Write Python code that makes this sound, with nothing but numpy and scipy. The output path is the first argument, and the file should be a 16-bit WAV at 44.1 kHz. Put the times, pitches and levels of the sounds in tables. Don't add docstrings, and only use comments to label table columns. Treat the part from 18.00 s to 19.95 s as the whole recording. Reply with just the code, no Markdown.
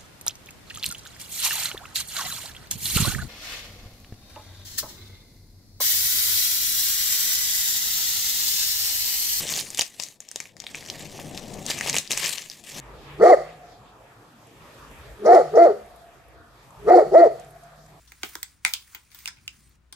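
import sys
import numpy as np
from scipy import signal
from scipy.fft import rfft, irfft
from scipy.io import wavfile
from scipy.ndimage import uniform_filter1d

SR = 44100
rng = np.random.default_rng(int(sys.argv[2]) if len(sys.argv) > 2 else 0)


def nominal_scale(level):
    x = np.asarray(level, float) / 20
    return 10 ** x


def master_out(mix):
    frames = np.transpose(np.atleast_2d(mix))
    ceiling = np.clip(frames, -1, 1)
    pcm = np.round(ceiling * 32767).astype(np.int16)
    wavfile.write(sys.argv[1], SR, pcm)


N = 85995
BLOCK = 4096

# columns f/Hz, width/Hz, level/dB
THUMP_MODES = [(312, 87, 2.5), (417, 170, -2.5)]
THUD_MODES = [(802, 200, -4.5), (983, 150, 2.5), (1258, 260, -3), (1643, 200, 0.5)]
# columns multiple of the ring pitch, width/Hz, level/dB
RING_MODES = [(0.771, 260, -12), (1.0, 520, 8.5), (1.171, 420, -3)]
# columns f/Hz, width/Hz, level/dB
CRISP_MODES = [(3365, 600, 3.5), (4920, 970, 1), (6080, 500, 0), (7604, 1460, -6), (9750, 970, -4)]
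AIR_MODES = [(12300, 1500, -16), (14500, 900, 0)]
# columns f/Hz, side minus mid level/dB
SNAP_SIDE = [(200, -13), (500, -9), (1000, -13), (2200, -10), (4500, -3.5), (9000, -5), (13000, -3)]
# columns f/Hz, left minus right level/dB
HAND_SHADOW = [(300, 4.5), (1000, 1), (2100, -4), (3500, 5), (5000, 0), (9500, -3), (14000, 6)]


def snap(peak_db, thud_db, crisp_db, air_db, length, pan_db, ring_hz, bright_hz, thump_db,
         bright_db, bright_width_hz, thump_lag_s):
    t, hz = np.arange(BLOCK) / SR - .003, np.fft.rfftfreq(BLOCK, 1 / SR)
    rise_s = 0.00054
    envelope = np.where(t < 0, np.exp(t / rise_s), np.exp(-t / max(length, 1e-4)))
    small_slips = rng.standard_normal((2, BLOCK)) * envelope
    first_slip = 7.65 * (abs(t - np.array([[0], [.0002]])) < .5 / SR)
    mid, side = flattened(small_slips + first_slip)

    def late(seconds):
        return np.exp(-2j * np.pi * hz * seconds)

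    ring = [(ring_hz * multiple, width, db) for multiple, width, db in RING_MODES]
    crisp = list(CRISP_MODES)
    nearest = np.argmin([abs(row[0] - bright_hz) for row in crisp])
    crisp[nearest] = (bright_hz, max(bright_width_hz, 50), bright_db)
    low_lag = late(0.00032)
    groups = [([(156, 28, 0)], -50, late(0.0054)),
              (THUMP_MODES, thump_db, late(thump_lag_s)),
              (THUD_MODES, thud_db, low_lag),
              (ring, -14, low_lag),
              (crisp, crisp_db, -1),
              (AIR_MODES, air_db, 1)]
    colour = 0
    for table, db, phase in groups:
        group = modes(table, hz)
        colour = colour + nominal_scale(db) * phase * group / np.linalg.norm(group)

    side = side * nominal_scale(read(SNAP_SIDE, hz))
    lean = nominal_scale(read(HAND_SHADOW, hz) / 2)
    ports = irfft(np.array([(mid + side) * lean, (mid - side) / lean]) * colour)
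    ports = ports * np.exp(np.minimum(t + 2 * rise_s, 0) / rise_s)
    return evened(ports) * nominal_scale(peak_db - 20.5 + np.array([[pan_db], [-pan_db]]) / 2)


def modes(table, hz):
    detune = 1 + 0.017 * rng.standard_normal(8)
    response = 0
    for k, ((f, width, db), shift) in enumerate(zip(table, detune)):
        mode = 1j * hz * width / ((f * shift) ** 2 - hz ** 2 + 1j * hz * width)
        response = response + (-1) ** k * nominal_scale(db) * mode
    low = .5 * min(row[0] for row in table)
    return response * (1j * hz / (low + 1j * hz)) ** 3


def flattened(x):
    z = rfft(x)
    power = uniform_filter1d(abs(z) ** 2, size=max(x.shape[-1] // 160, 1), axis=-1)
    return z / np.sqrt(power + 1e-9)


# columns t/s, peak level/dB, thud level/dB, crisp level/dB, air level/dB
SNAPS = [(0.075, -48.5, -4.5, 4.5, -72), (0.119, -34, -24, -18, -24.5), (0.232, -16.5, -16.5, -11, -43),
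         (0.353, -22, -9, -5, -13), (0.429, -18, -29.5, -6.5, -11.5), (0.649, -5.5, -28, -15.5, -36),
         (0.736, -11, -26, -1, -8), (0.947, -25, -23.5, -15, -13.5), (1.116, -45, -29, -13.5, -22),
         (1.146, -32.5, -12.5, -1, -1.5), (1.188, -33.5, -33, -7, -4), (1.257, -20.5, -32, -16.5, -31),
         (1.275, -20, -22.5, -7, -27), (1.368, -50, -25, -34, -41), (1.478, -21, -39.5, -18.5, -49),
         (1.693, -56, -20, -14, -2), (1.925, -30, -14, -1, -14), (0.236, -25.5, -10, -7, -50),
         (1.283, -25, -33, -9.5, -25), (1.103, -54, -33, -13, -28), (1.385, -52.5, -28, -25, -40),
         (1.204, -42, -31, -12, -15)]
# columns length t/s, left minus right level/dB, ring f/Hz, brightest mode f/Hz,
# thump level/dB
SLIPS = [(0.009, 13, 3030, 5900, -50), (0.0021, 2, 2140, 6100, -34), (0.002, -1, 2200, 3000, -15.5),
         (0.0011, -1, 1900, 5400, -18.5), (0.0026, -0.5, 2100, 7900, -65.5),
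         (0.0006, -0.5, 2166, 10000, -53), (0.0025, -3, 2580, 3220, -41), (0.0038, 2, 2140, 3030, -37.5),
         (0.0012, 10, 2280, 4600, -47.5), (0.0032, 1.5, 1800, 15000, -24), (0.0075, -2, 2400, 5000, -33),
         (0.001, -2, 2690, 9600, -57), (0.0032, -1.5, 2210, 5140, -43), (0.00088, 4, 2270, 3500, -43),
         (0.001, -1, 2696, 5030, -73), (0.0021, 7.5, 2110, 4200, -23.5), (0.0045, 1.5, 2160, 9200, -24.5),
         (.0008, 4, 2300, 4600, -3), (0.0031, -3, 1680, 5040, -45), (0.00091, 3, 2440, 4500, -50),
         (.001, 0, 2350, 3500, -40), (.002, 2, 2170, 4800, -40)]
# columns bright mode level/dB, its width/Hz, thump lag t/s,
# level sent past the hands into the room/dB, lift of the bright mode in the room/dB
VOICES = [(4.5, 370, .0003, 5, 5), (2, 360, 0.00051, -3.5, 9), (3, 690, 0.0033, -3, 8),
          (0, 600, 0.0023, -3, -0.5), (5, 500, .0003, -3.5, -1), (4, 700, .004, 1, -3.5),
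          (4.5, 710, .0003, -2, 3.5), (7.5, 530, 0.00035, 1.5, -1), (2, 400, 0.00033, 5.5, 1),
          (4, 500, .0003, 3.5, 5), (4.5, 560, 0.00034, -3, 0), (3, 310, .0003, -3.5, -2),
          (9, 290, .0003, -0.5, -5.5), (4.5, 400, .0003, 9, 5), (7.5, 430, .0003, -5, 1),
          (3, 400, .0003, -9, -2), (5.5, 530, 0.00029, -1, -2), (4, 400, .0003, -4, 0),
          (14, 260, .0003, -1, -1), (4, 400, .0003, 3, 0), (-1, 400, .0003, 4, 0), (3, 400, .0003, 2, 0)]
LEADS_US = [63, 58, 54, 55, 63, 58, 162, 147, 60, 80, 80, 127, -53, 61, 126, 58.5, 60, 56, -57.5, 58.5,
            60.5, 59]


def snaps():
    direct, sent = np.zeros((2, N + BLOCK)), np.zeros((3, N + BLOCK))
    hz = np.fft.rfftfreq(BLOCK, 1 / SR)
    for k, ((s, *levels), slip, voice_row, lead_us) in enumerate(zip(SNAPS, SLIPS, VOICES, LEADS_US)):
        *voice, send_db, lift_db = voice_row
        at = round((s - .002) * SR)
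        z = rfft(snap(*levels, *slip, *voice))
        lead = np.exp(1j * np.pi * hz * lead_us / 10 ** 6 * np.array([[1], [-1]]))
        direct[:, at:at + BLOCK] += irfft(z * lead)
        near_bright = 1 / (1 + ((hz - slip[3]) / max(voice[1], 50)) ** 2)
        sent[k % 3, at:at + BLOCK] += irfft(z.mean(0) * nominal_scale(send_db + lift_db * near_bright))
    return direct[:, :N], sent[:, :N]


# columns t/s, left level/dB, right level/dB
ECHOES = [
    (.0032, -9.5, -6),
    (.0072, -26, -21),
    (0.0116, -10.5, -11),
    (0.016, -11.5, -26.5),
    (.018, -20, -29),
    (.023, -24, -21.5),
    (.028, -20.5, -29),
    (0.03, -19, -18.5),
]
# columns f/Hz, level/dB
ECHO_COLOUR = [(200, 4.5), (1400, -1), (2100, -2), (3300, -3), (5500, -3), (9500, -2.5), (12000, -13.5),
               (15000, -12.5)]
# columns f/Hz, t/s
ROOM_T60 = [(250, 0.13), (700, 0.24), (2000, 0.17), (5000, 0.23), (10000, 0.16), (16000, 0.18)]


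def room(x):
    length = SR // 2
    taps, early = np.zeros((2, length)), np.zeros((2, length))
    at = np.arange(250, length - 20, 20) + rng.integers(0, 20, (2, (length - 251) // 20))
    np.put_along_axis(taps, at, rng.choice([-1., 1.], at.shape), 1)
    hz, t, z = signal.stft(taps, SR, nperseg=128)
    decay = nominal_scale(-60 * t / read(ROOM_T60, hz)[:, None])
    build_up = np.minimum(t / 0.0085, 1)
    tail = signal.istft(z * decay * build_up, SR, nperseg=128)[1][:, :length]

    smear = np.exp(-np.arange(128) / SR / 0.0006)
    for s, left_db, right_db in ECHOES:
        scatter = rng.standard_normal((2, 128)) * smear
        scatter /= np.linalg.norm(scatter, axis=1, keepdims=True)
        start = round(s * SR)
        early[:, start:start + 128] += nominal_scale([[left_db], [right_db]]) * scatter

    both = early + nominal_scale(-5) * tail / np.linalg.norm(tail[0])
    both = irfft(rfft(both) * nominal_scale(read(ECHO_COLOUR, np.fft.rfftfreq(length, 1 / SR))))
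    return signal.fftconvolve(x[None], both, axes=1)[:, :N]


# columns t/s, level/dB
PULL = [(0, -68.5), (.21, -66), (.25, -54.5), (.41, -63), (.47, -65), (.62, -77.5), (.67, -52.5),
        (.85, -65.5), (.93, -62), (.98, -68), (1.1, -71.5), (1.155, -60), (1.25, -59.5), (1.33, -73.5),
        (1.6, -68), (1.755, -74.5), (1.79, -92), (1.95, -85)]
# columns f/Hz, level/dB
HISS = [(650, -25.5), (1150, -4), (2200, -3), (3000, -8), (4500, -6), (9800, -4), (11700, -6),
        (14800, -6.5)]
# columns f/Hz, left-right likeness
HISS_SAME = [(500, 0.17), (3000, 1), (9000, .2), (13000, 0.31)]


def glue():
    def field(hz, t):
        pull_db = np.interp(t, *np.transpose(PULL))
        grain = rng.standard_normal((t.size, hz.size)).T
        patches = evened(uniform_filter1d(uniform_filter1d(grain, 5, 0), 20, 1))
        flicker = evened(uniform_filter1d(rng.standard_normal(t.shape), 4, 1))
        top_db = (hz > 11500) * 0.61 * (pull_db + 65)
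        return read(HISS, hz) + pull_db + top_db + 1.6 * patches + 1.5 * flicker + 31
    return nominal_scale(-36) * noise(size=256, field_db=field, same=HISS_SAME)


# columns t/s, length t/s, from f/Hz, to f/Hz, level/dB
SQUEAKS = [
    (1.0, 0.062, 8600, 8800, -86),
    (1.622, .065, 8800, 8200, -65),
]


def squeaks():
    t, out = np.arange(N) / SR, np.zeros(N)
    for s, length, from_hz, to_hz, db in SQUEAKS:
        u = np.clip((t - s) / length, 0, 1)
        phase = 2 * np.pi * np.cumsum(from_hz + (to_hz - from_hz) * u) / SR
        out += nominal_scale(db) * np.sin(np.pi * u) * np.sin(phase)
    return out


# columns f/Hz, level/dB
RUMBLE = [(25, -31), (46, -2), (62, -1.5), (110, -9.5), (200, -16), (550, -27.5), (1300, -26),
          (9000, -44.5)]
# columns f/Hz, left-right likeness
RUMBLE_SAME = [(40, .93), (125, 0.83), (300, 0.31), (2000, .3)]
# columns t/s, level/dB
TRAFFIC = [
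    (0.0, -72),
    (0.358, -69.5),
    (1.004, -73.5),
    (1.444, -66.5),
    (1.644, -65),
    (1.878, -73),
    (1.95, -66.5),
]


def air():
    def field(hz, t):
        low_cut_db = 110 * np.log10(np.clip(hz / 46, .01, 1))
        swell_db = np.interp(t, *np.transpose(TRAFFIC)) + 72
        return read(RUMBLE, hz) + low_cut_db + (hz > 90) * (hz < 400) * swell_db
    t = np.arange(N) / SR
    waver = 1 + 0.54 * np.cos(2 * np.pi * .5 * t)
    hum = np.sin(2 * np.pi * 59.3 * t) * waver
    rumble = evened(noise(size=2048, field_db=field, same=RUMBLE_SAME))
    return nominal_scale(-63) * rumble + nominal_scale(-63) * hum


def noise(size, field_db, same):
    frames, hz = 4 * N // size + 5, np.fft.rfftfreq(size, 1 / SR)
    a, b, c, d = rng.standard_normal((frames, len(hz), 4)).T
    like = np.clip(read(same, hz), -1, 1)[:, None]
    left = a + 1j * b
    right = like * left + np.sqrt(1 - like ** 2) * (c + 1j * d)
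    t = np.arange(frames)[None] * size / 4 / SR
    z = np.array([left, right]) * nominal_scale(field_db(hz[:, None], t))
    return signal.istft(z, nperseg=size, noverlap=size - size // 4)[1][:, :N]


def evened(x):
    return x / np.sqrt(np.mean(abs(x) ** 2) + 1e-20)


def read(points, hz):
    f, value = np.transpose(points)
    return np.interp(np.log(hz + 1), np.log(f + 1), value)


def scene():
    film, sent = snaps()
    echoes = sum(room(spot) for spot in sent)
    return film + echoes + glue() + squeaks() + air() * nominal_scale([[1.2], [-1.2]])


def roll_off(x):
    return signal.sosfilt(signal.butter(12, 16970, fs=SR, output="sos"), x)


# columns from f/Hz, to f/Hz, level over the surroundings/dB
GAPS = [(10466, 12900, 4.5), (15850, 20000, 10.5)]


def record(dry):
    edge = signal.firwin(255, 16500, window=("kaiser", 9), fs=SR)
    x = signal.oaconvolve(dry, edge[None], "same")
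    hz, t, z = signal.stft(x, SR, nperseg=512, noverlap=384)
    keep = np.ones(z.shape[1:])
    for from_hz, to_hz, over_db in GAPS:
        band = (hz > from_hz) & (hz < to_hz)
        level_db = 10 * np.log10((abs(z[:, band]) ** 2).mean((0, 1)) + 1e-20)
        around_db = signal.medfilt(level_db, kernel_size=21)
        keep[band] = np.clip((level_db - around_db - over_db) / 4, 0, 1)
    mid = (z[0] + z[1]) / 2
    side = (z[0] - z[1]) / 2 * np.where(hz > 12700, nominal_scale(-10), 1)[:, None]
    z = np.array([mid + side, mid - side]) * keep
    mix = signal.istft(z, SR, nperseg=512, noverlap=384)[1][:, :N]
    return roll_off(mix)


dry = scene()
out = record(dry)
master_out(out)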